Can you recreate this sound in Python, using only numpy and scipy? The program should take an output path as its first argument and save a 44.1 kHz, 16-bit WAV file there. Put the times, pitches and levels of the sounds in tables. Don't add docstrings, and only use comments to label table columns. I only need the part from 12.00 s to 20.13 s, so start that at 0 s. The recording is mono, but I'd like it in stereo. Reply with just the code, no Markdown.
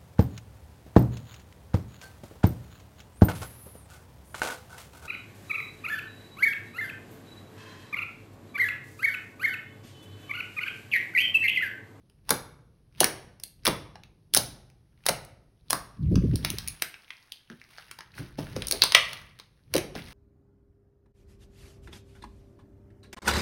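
import sys
import numpy as np
from scipy import signal
from scipy.fft import rfft, irfft, next_fast_len
from scipy.io import wavfile
from scipy.ndimage import uniform_filter1d

SR = 44100
rng = np.random.default_rng(int(sys.argv[2]) if len(sys.argv) > 2 else 0)


def wav_record(signal):
    frames = np.transpose(np.atleast_2d(signal))
    bounded = np.clip(frames, -1, 1)
    quanta = np.round(bounded * 32767).astype(np.int16)
    wavfile.write(sys.argv[1], SR, quanta)


N = 358533
TIME = np.arange(N) / SR

# start in seconds, relative squelch
# level in dB, squelch centre in Hz, squelch 60 dB decay in seconds, relative thump level in dB,
# crackle level in dB, crackle build-up in seconds.
PRESSES = [(.305, -23, 433, .12, -32, -49.5, .022), (1.009, -21, 379.5, 0.2, -30, -50, 0.031),
           (1.673, -19.5, 406, 0.13, -27.5, -53, 0.025), (2.366, -27, 448.5, 0.11, -30.5, -63.5, .025),
           (3.087, -33, 400, 0.11, -31.5, -57, 0.059), (3.717, -42, 401, .08, -34, -57, 0.039),
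           (4.44, -48.5, 328, .06, -41, -51, 0.019), (4.821, -43.5, 310, 0.044, -55, -59, .01),
           (5.501, -40, 219, 0.098, -51, -62, .008), (6.185, -37, 219, 0.18, -34, -46, 0.021),
           (6.383, -28, 193, 0.053, -31, -44, .004), (6.56, -33.5, 229, .08, -30.5, -49.5, .006),
           (6.728, -31, 420, 0.16, -48.5, -58, .01), (7.747, -21, 342, 0.097, -28, -54.5, 0.03),
           (7.96, -35.5, 235, 0.024, -37, -46.5, .008)]
THUMP_LAG_S = 0.012


def pops(rise_s, snap_s, fizz_s, ring_cycles, width, snap_db, fizz_db, ring_db):
    # time in seconds, relative snap level in dB, relative fizz level in dB,
    # pocket resonance in Hz, relative ring level in dB.
    bursts = [(0.098, -64, -61, 4370, -72.5), (0.285, -52.5, -58.5, 800, -47.5),
              (0.2921, -28.5, -21.5, 710, -30.5), (.3051, -23.5, -9.5, 655, -26),
              (0.3076, -27.5, -15.5, 1290, -20.5), (1.0041, -24.5, -6.5, 3740, -16.5),
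              (1.009, -38, -15, 590, -16.5), (1.031, -30, -36, 1260, -19.5), (1.0426, -17, -9.5, 4280, -33),
              (1.399, -54, -43.5, 4630, -53.5), (1.4361, -46, -24, 4690, -35),
              (1.6523, -30, -19, 2010, -32.5), (1.6565, -23, -18.5, 1640, -23.5),
              (1.667, -15.5, -21, 4400, -28), (1.6762, -32, -15.5, 1010, -19),
              (1.6827, -25.5, -26, 1600, -31), (1.9553, -46.5, -66, 800, -42.5),
              (2.035, -52.5, -53.5, 3000, -48.5), (2.7, -63.5, -59.5, 2000, -65.5),
              (2.3377, -28, -15, 3340, -21), (2.3471, -22.5, -5, 1690, -23),
              (2.3649, -24.5, -22, 4500, -19), (2.3672, -33, -15, 716, -24.5),
              (2.3726, -40, -7.5, 4000, -23), (3.056, -44.5, -34.5, 650, -44.5),
              (3.064, -20, -13.5, 4650, -22), (3.0862, -18.5, -17.5, 663, -21),
              (3.091, -28, -15.5, 650, -19.5), (3.0921, -28, -28, 1240, -28),
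              (3.2488, -65, -41.5, 850, -66.5), (3.701, -38.5, -23, 3890, -42),
              (3.7053, -23.5, -11.5, 3820, -48), (3.7297, -29, -15, 887, -18),
              (4.1558, -31.5, -41, 2820, -44), (4.3571, -45.5, -25.5, 4760, -31),
              (4.4478, -19.5, -20.5, 2400, -48), (4.502, -58, -19, 3430, -29.5),
              (4.5846, -38.5, -24.5, 3960, -29), (4.6758, -46, -25, 2350, -36),
              (4.683, -54, -22, 4000, -54), (4.8214, -24.5, -13.5, 1840, -21),
              (4.9414, -46, -68.5, 2190, -38.5), (5.1049, -46.5, -51, 2250, -32.5),
              (5.3207, -52.5, -34, 4290, -33), (5.4995, -52, -55.5, 1540, -41),
              (5.6148, -57, -58, 2200, -43), (5.7825, -43.5, -60, 1430, -40.5),
              (5.912, -38, -34.5, 1910, -41.5), (5.988, -40.5, -45, 1240, -40),
              (6.0064, -41, -49, 1500, -41.5), (6.387, -39.5, -65, 560, -29),
              (6.5633, -33, -39, 466, -24.5), (6.6207, -30.5, -36, 3040, -37),
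              (6.6698, -66, -24, 4760, -57), (6.6832, -44, -22, 4380, -56), (6.711, -25.5, -14, 4280, -30),
              (6.7227, -53, -16.5, 5010, -20.5), (6.8197, -15.5, -29, 4010, -5.5),
              (6.8365, -20, -12.5, 915, -25.5), (6.921, -21.5, -26, 2700, -28),
              (6.948, -10.5, -11.5, 2444, -4), (6.9499, -20, -21, 2030, -7.5),
              (6.9508, -17, -26.5, 1120, -19), (7.131, -34.5, -34.5, 4590, -40),
              (7.389, -48.5, -49, 2400, -49), (7.398, -40.5, -46, 2300, -56),
              (7.7387, -22, -19.5, 2060, -25), (7.7529, -28.5, -25.5, 470, -18),
              (7.7643, -27, -20, 4970, -35), (7.7795, -24, -23.5, 416, -24.5),
              (7.952, -41, -59, 590, -32.5)]
    # frequency in Hz, relative level in dB.
    snap_spectrum = [(150, -21.5), (400, -6), (900, -5), (1500, -5), (2200, -3.5), (3200, -3.5),
                     (5200, -1.5), (7000, -7), (12000, -27)]
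    fizz_spectrum = [(1500, -32), (4500, -7.5), (6500, -2), (9500, 0), (12000, -6), (15300, -1.5),
                     (16500, -15)]
    snaps, fizzes, rings = np.zeros((3, N))
    t = TIME[:SR // 20] - TIME[SR // 80]
    noises = rng.standard_normal((len(bursts), 3, len(t)))
    for (s, snap, fizz, hz, ring), noise in zip(bursts, noises):
        start = s + t[0]
        snap_sound = tear(noise[0], t, rise_s, snap_s)
        fizz_sound = tear(noise[1], t, rise_s, fizz_s)
        puff = tear(noise[2], t, rise_s, ring_cycles / hz)
        ring_sound = signal.sosfilt(resonance(hz, width), puff)
        add(snaps, start, at_level(snap_sound, snap + snap_db))
        add(fizzes, start, at_level(fizz_sound, fizz + fizz_db))
        add(rings, start, at_level(ring_sound, ring + ring_db))
    return colour(snaps, snap_spectrum) + colour(fizzes, fizz_spectrum) + rings


def tear(noise, t, rise_s, decay_s):
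    strain_db, strain_s = -23, 0.002
    after = np.maximum(t, 0)
    rush = (1 - np.exp(-(after / rise_s) ** 2)) * np.exp(-after / decay_s)
    creak = from_db(strain_db) * np.exp(-np.abs(t) / strain_s)
    return noise * (rush / rush.max() + creak)


def thuds(width, rise_s, level_db):
    thump_hz, thump_t60_s = 143, 0.13
    out = np.zeros(N)
    noises = rng.standard_normal((len(PRESSES), 2, SR // 4))
    for (s, squelch_db, hz, t60, thump_db, *_), noise in zip(PRESSES, noises):
        squelch = shudder(noise[0], hz, t60, width, rise_s)
        thump = shudder(noise[1], thump_hz, thump_t60_s, width, rise_s)
        add(out, s, at_level(squelch, squelch_db + level_db))
        add(out, s + THUMP_LAG_S, at_level(thump, thump_db + level_db))
    return out


def shudder(noise, hz, t60, width, rise_s):
    t = TIME[:len(noise)]
    shove = noise * (1 - np.exp(-t / rise_s)) * from_db(-60 * t / t60)
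    return signal.sosfilt(resonance(hz, width), shove)


def crackle(peel_db, per_s, busy_db, spread_db, rub, grain_s):
    # frequency in Hz, relative level in dB.
    crackle_spectrum = [(200, -18.5), (900, -3.5), (2200, -4), (4500, -6.5), (7000, -9), (10000, -11),
                        (16000, -12)]
    rate = per_s * from_db(np.minimum(peel_db - busy_db, 0)) ** 2
    born = rng.random(N) < rate / SR
    sizes = from_db(spread_db * np.minimum(rng.exponential(1, N), 3)) * born
    envelope = signal.lfilter([1], [1, -np.exp(-1 / (grain_s * SR))], sizes + 1e-18)
    grains = 0.5 * (rms_one(envelope) + rub) * rng.standard_normal(N)
    return colour(grains * from_db(peel_db), crackle_spectrum)


def tiny_bubbles(peel_db, per_s, low_hz, high_hz, q, spread_db, level_db, count):
    born = rng.random(N) < per_s / SR
    sizes = from_db(spread_db * np.minimum(rng.exponential(1, N), 2)) * born
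    dealt = rng.integers(0, count, N)
    ticks = np.zeros(N)
    for k, hz in enumerate(np.geomspace(low_hz, high_hz, count)):
        b, a = signal.iirpeak(hz, q, fs=SR)
        ticks += signal.lfilter(b, a, sizes * (dealt == k) + 1e-18) / np.sqrt(hz)
    return rms_one(ticks) * from_db(peel_db + level_db)


def peeling():
    # time in seconds, crackle level in dB.
    stretch = [(3.7, -89.5), (4.1, -67), (4.58, -53.5), (4.9, -63), (5.3, -62.5), (5.45, -69), (5.8, -58),
               (6.1, -69), (6.35, -72), (6.48, -56.5), (7.1, -50), (7.4, -72.5), (7.92, -75), (8.07, -54.5)]
    cling_fall_s = 0.06
    s, *_, crackle_db, build_up_s = np.transpose(PRESSES)
    cling = swells(s, crackle_db, build_up_s, cling_fall_s)
    return 20 * np.log10(np.hypot(cling, from_db(in_time(stretch)[0])))


def swells(times, levels_db, rises_s, fall_s):
    power = np.zeros(N)
    for s, db, rise_s in np.broadcast(times, levels_db, rises_s):
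        t = TIME - s
        decay = np.minimum(np.maximum(-t / rise_s, t / fall_s), 20)
        power += from_db(db) ** 2 * np.exp(-2 * decay)
    return np.sqrt(power)


def buffet(eddies_hz, lump_db, push_db, flutter_db):
    # time in seconds, relative push level in dB, relative flutter level in dB.
    gusts = [(3.96, -65.5, -71), (3.995, -29, -56), (4.16, -16, -19.5), (4.21, -20.5, -36),
             (4.35, -25, -30), (4.395, -35.5, -44), (4.55, -37, -45.5), (4.6, -43.5, -68.5),
             (4.7, -43, -71), (4.82, -73, -83)]
    # frequency in Hz, relative level per Hz in dB.
    push_spectrum = [(22, -32), (37, -9), (55, 0), (110, -0.5), (170, -2), (230, -15.5), (350, -27),
                     (600, -70)]
    flutter_spectrum = [(100, -51), (200, 3.5), (300, 2.5), (420, -9), (580, -18.5), (750, -38.5),
                        (1500, -55.5)]
    push, flutter = in_time(gusts)
    blowing = (TIME > gusts[0][0]) & (TIME < gusts[-1][0])
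    slow = signal.butter(2, eddies_hz, fs=SR, output="sos")
    eddies = rms_one(signal.sosfilt(slow, rng.standard_normal(N)))
    lumps = rms_one(from_db(lump_db * np.tanh(eddies))) * blowing
    push_noise = rng.standard_normal(N) * blowing * from_db(push + push_db)
    flutter_noise = rng.standard_normal(N) * lumps * from_db(flutter + flutter_db)
    return colour(push_noise, push_spectrum) + colour(flutter_noise, flutter_spectrum)


def varied_room(x, turns_per_s, count):
    turn = np.floor(TIME * turns_per_s) % count
    echoes = np.zeros((2, N))
    for k in range(count):
        active = uniform_filter1d(1.0 * (turn == k), size=64)
        echoes += room(x * active, gap_s=0.002, early_db=8.5, early_t60=0.2, wet_db=0.0)
    return echoes


def room(x, gap_s, early_db, early_t60, wet_db):
    # frequency in Hz, 60 dB decay time of the tail in seconds.
    tail_t60 = [(100, 0.26), (400, 0.7), (1000, 0.64), (2300, 0.59), (5000, 0.5), (10000, 0.43),
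                (16000, 0.32)]
    # frequency in Hz, echo level over the direct sound in dB.
    echo_db = [(100, -2), (400, -1.5), (1000, -2), (2300, -3), (5000, -7.5), (10000, -8), (16000, -12.5)]
    # frequency in Hz, likeness of the left and right echoes from 0 to 1.
    likeness = [(100, 1), (250, 0.5), (600, 0), (1400, 1), (2300, 0.89), (5000, 1), (10000, 1),
                (16000, .35)]
    t, echo = TIME[:SR * 4 // 5], 0
    edges = np.geomspace(60, 17000, 17)
    white = rng.standard_normal((2, 2, len(t)))
    for k, (low, high) in enumerate(zip(edges, edges[1:])):
        band = signal.butter(2, [low, high], "band", fs=SR, output="sos")
        mid, side = signal.sosfilt(band, white[k % 2])
        hz = np.sqrt(low * high)
        alike = np.clip(at_hz(likeness, hz), 0, 1)
        tail = from_db(-60 * t / at_hz(tail_t60, hz))
        early = from_db(early_db - 60 * t / early_t60)
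        fade = (tail + early) * (1 - np.exp(-(t / gap_s) ** 2))
        gain = from_db(at_hz(echo_db, hz) + wet_db) / np.sqrt(2 * np.sum(fade ** 2))
        stereo = np.sqrt(1 + alike) * mid + np.sqrt(1 - alike) * side * [[1], [-1]]
        echo = echo + gain * fade * stereo
    return signal.oaconvolve(x[None], echo, axes=1)[:, :N]


def table_rumble():
    # frequency in Hz, relative level per Hz in dB.
    rumble_spectrum = [(20, -22), (45, -2), (90, -4.5), (125, -0.5), (170, -6.5), (250, -15.5),
                       (400, -19.5), (700, -36), (1500, -43.5), (4000, -71.5)]
    # time in seconds, rumble level in dB.
    lean = [(0, -61), (.9, -61), (3.6, -64), (4.7, -56.5), (5, -76), (5.45, -72.5), (5.9, -65),
            (6.3, -58.5), (6.55, -43), (6.8, -52), (7, -50.5), (7.5, -64.5), (8.13, -51.5)]
    shake_db, shake_rise_s, shake_fall_s = -13, 0.033, 0.17
    s, *_, thump_db, _, _ = np.transpose(PRESSES)
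    shake = swells(s + THUMP_LAG_S, thump_db + shake_db, shake_rise_s, shake_fall_s)
    noise = colour(rng.standard_normal(N), rumble_spectrum)
    return noise * np.hypot(shake, from_db(in_time(lean)[0]))


def background_hiss():
    # frequency in Hz, relative level per Hz in dB.
    hiss_spectrum = [(30, 9), (200, 6), (600, -0.5), (1500, -10.5), (3000, -12), (5000, -11), (8000, -13),
                     (11000, -11), (16000, -22)]
    return colour(rng.standard_normal(N), hiss_spectrum) * from_db(-74)


def from_db(db):
    return 10 ** (np.asarray(db) / 20)


def rms_one(x):
    return x / np.sqrt(np.mean(x ** 2) + 1e-20)


def in_time(rows):
    s, *columns = np.transpose(rows)
    return [np.interp(TIME, s, c) for c in columns]


def at_hz(points, hz):
    f, value = np.transpose(points)
    return np.interp(np.log(np.maximum(hz, 1)), np.log(f), value)


def resonance(hz, width):
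    return signal.butter(2, [hz / (1 + width), hz * (1 + width)], "band", fs=SR, output="sos")


def colour(x, spectrum):
    size = 4096
    gain = rms_one(from_db(at_hz(spectrum, np.fft.rfftfreq(size, 1 / SR))))
    cepstrum = irfft(np.log(gain))
    cepstrum[1:size // 2] *= 2
    cepstrum[size // 2 + 1:] = 0
    return signal.oaconvolve(x, irfft(np.exp(rfft(cepstrum))))[:N]


def add(track, s, sound):
    i = int(np.clip(round(s * SR), 0, N - 1))
    track[i:i + len(sound)] += sound[:N - i]


def at_level(sound, db):
    return sound * from_db(db) * np.sqrt(0.004 * SR / (np.sum(sound ** 2) + 1e-20))


def scene():
    slime = pops(rise_s=0.00063, snap_s=0.0018, fizz_s=0.0013, ring_cycles=1.5, width=0.27,
                 snap_db=0.0, fizz_db=-3.0, ring_db=-2.0)
    slime = slime + thuds(width=0.6, rise_s=0.0016, level_db=2.0)
    peel_db = peeling()
    slime = slime + crackle(peel_db, per_s=1100, busy_db=-60.5, spread_db=5.5, rub=0.73, grain_s=0.0007)
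    slime = slime + tiny_bubbles(peel_db, per_s=55, low_hz=1500, high_hz=4800, q=5,
                                 spread_db=5, level_db=-3, count=12)
    rumble = table_rumble()
    hiss = background_hiss()
    air = buffet(eddies_hz=36.6, lump_db=12, push_db=-0.85, flutter_db=0.5)
    echoes = varied_room(slime, turns_per_s=45, count=5)
    return slime + echoes + rumble + hiss + air


def record(dry):
    # frequency in Hz, phase in radians by which the left port leads.
    port_phase = [(20, 0), (200, 0), (650, -.5), (1600, -.1), (2500, .35), (5200, .35), (7300, 3.1),
                  (10500, 6.3), (13600, 9.4), (16700, 12.5)]
    # frequency in Hz, level in dB raised on the left and lowered on the right.
    port_tilt = [(100, 0), (200, -0.28), (350, 1.8), (800, 0.91), (1500, 0.83), (5000, 0.21), (12000, -.1)]
    cutoff_hz = 16200
    size = next_fast_len(N + SR // 10)
    hz = np.fft.rfftfreq(size, 1 / SR)
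    lead = np.interp(hz, *np.transpose(port_phase))
    tilt = from_db(at_hz(port_tilt, hz))
    responses = np.array([tilt, np.exp(-1j * lead) / tilt])
    ports = irfft(rfft(dry, size) * responses, size)[:, :N]
    overloaded = np.clip(ports, -0.9, 0.9)
    low_pass = signal.firwin(161, cutoff_hz, fs=SR)
    return signal.oaconvolve(overloaded, low_pass[None], "same", axes=1)


dry = scene()
out = record(dry)
wav_record(out)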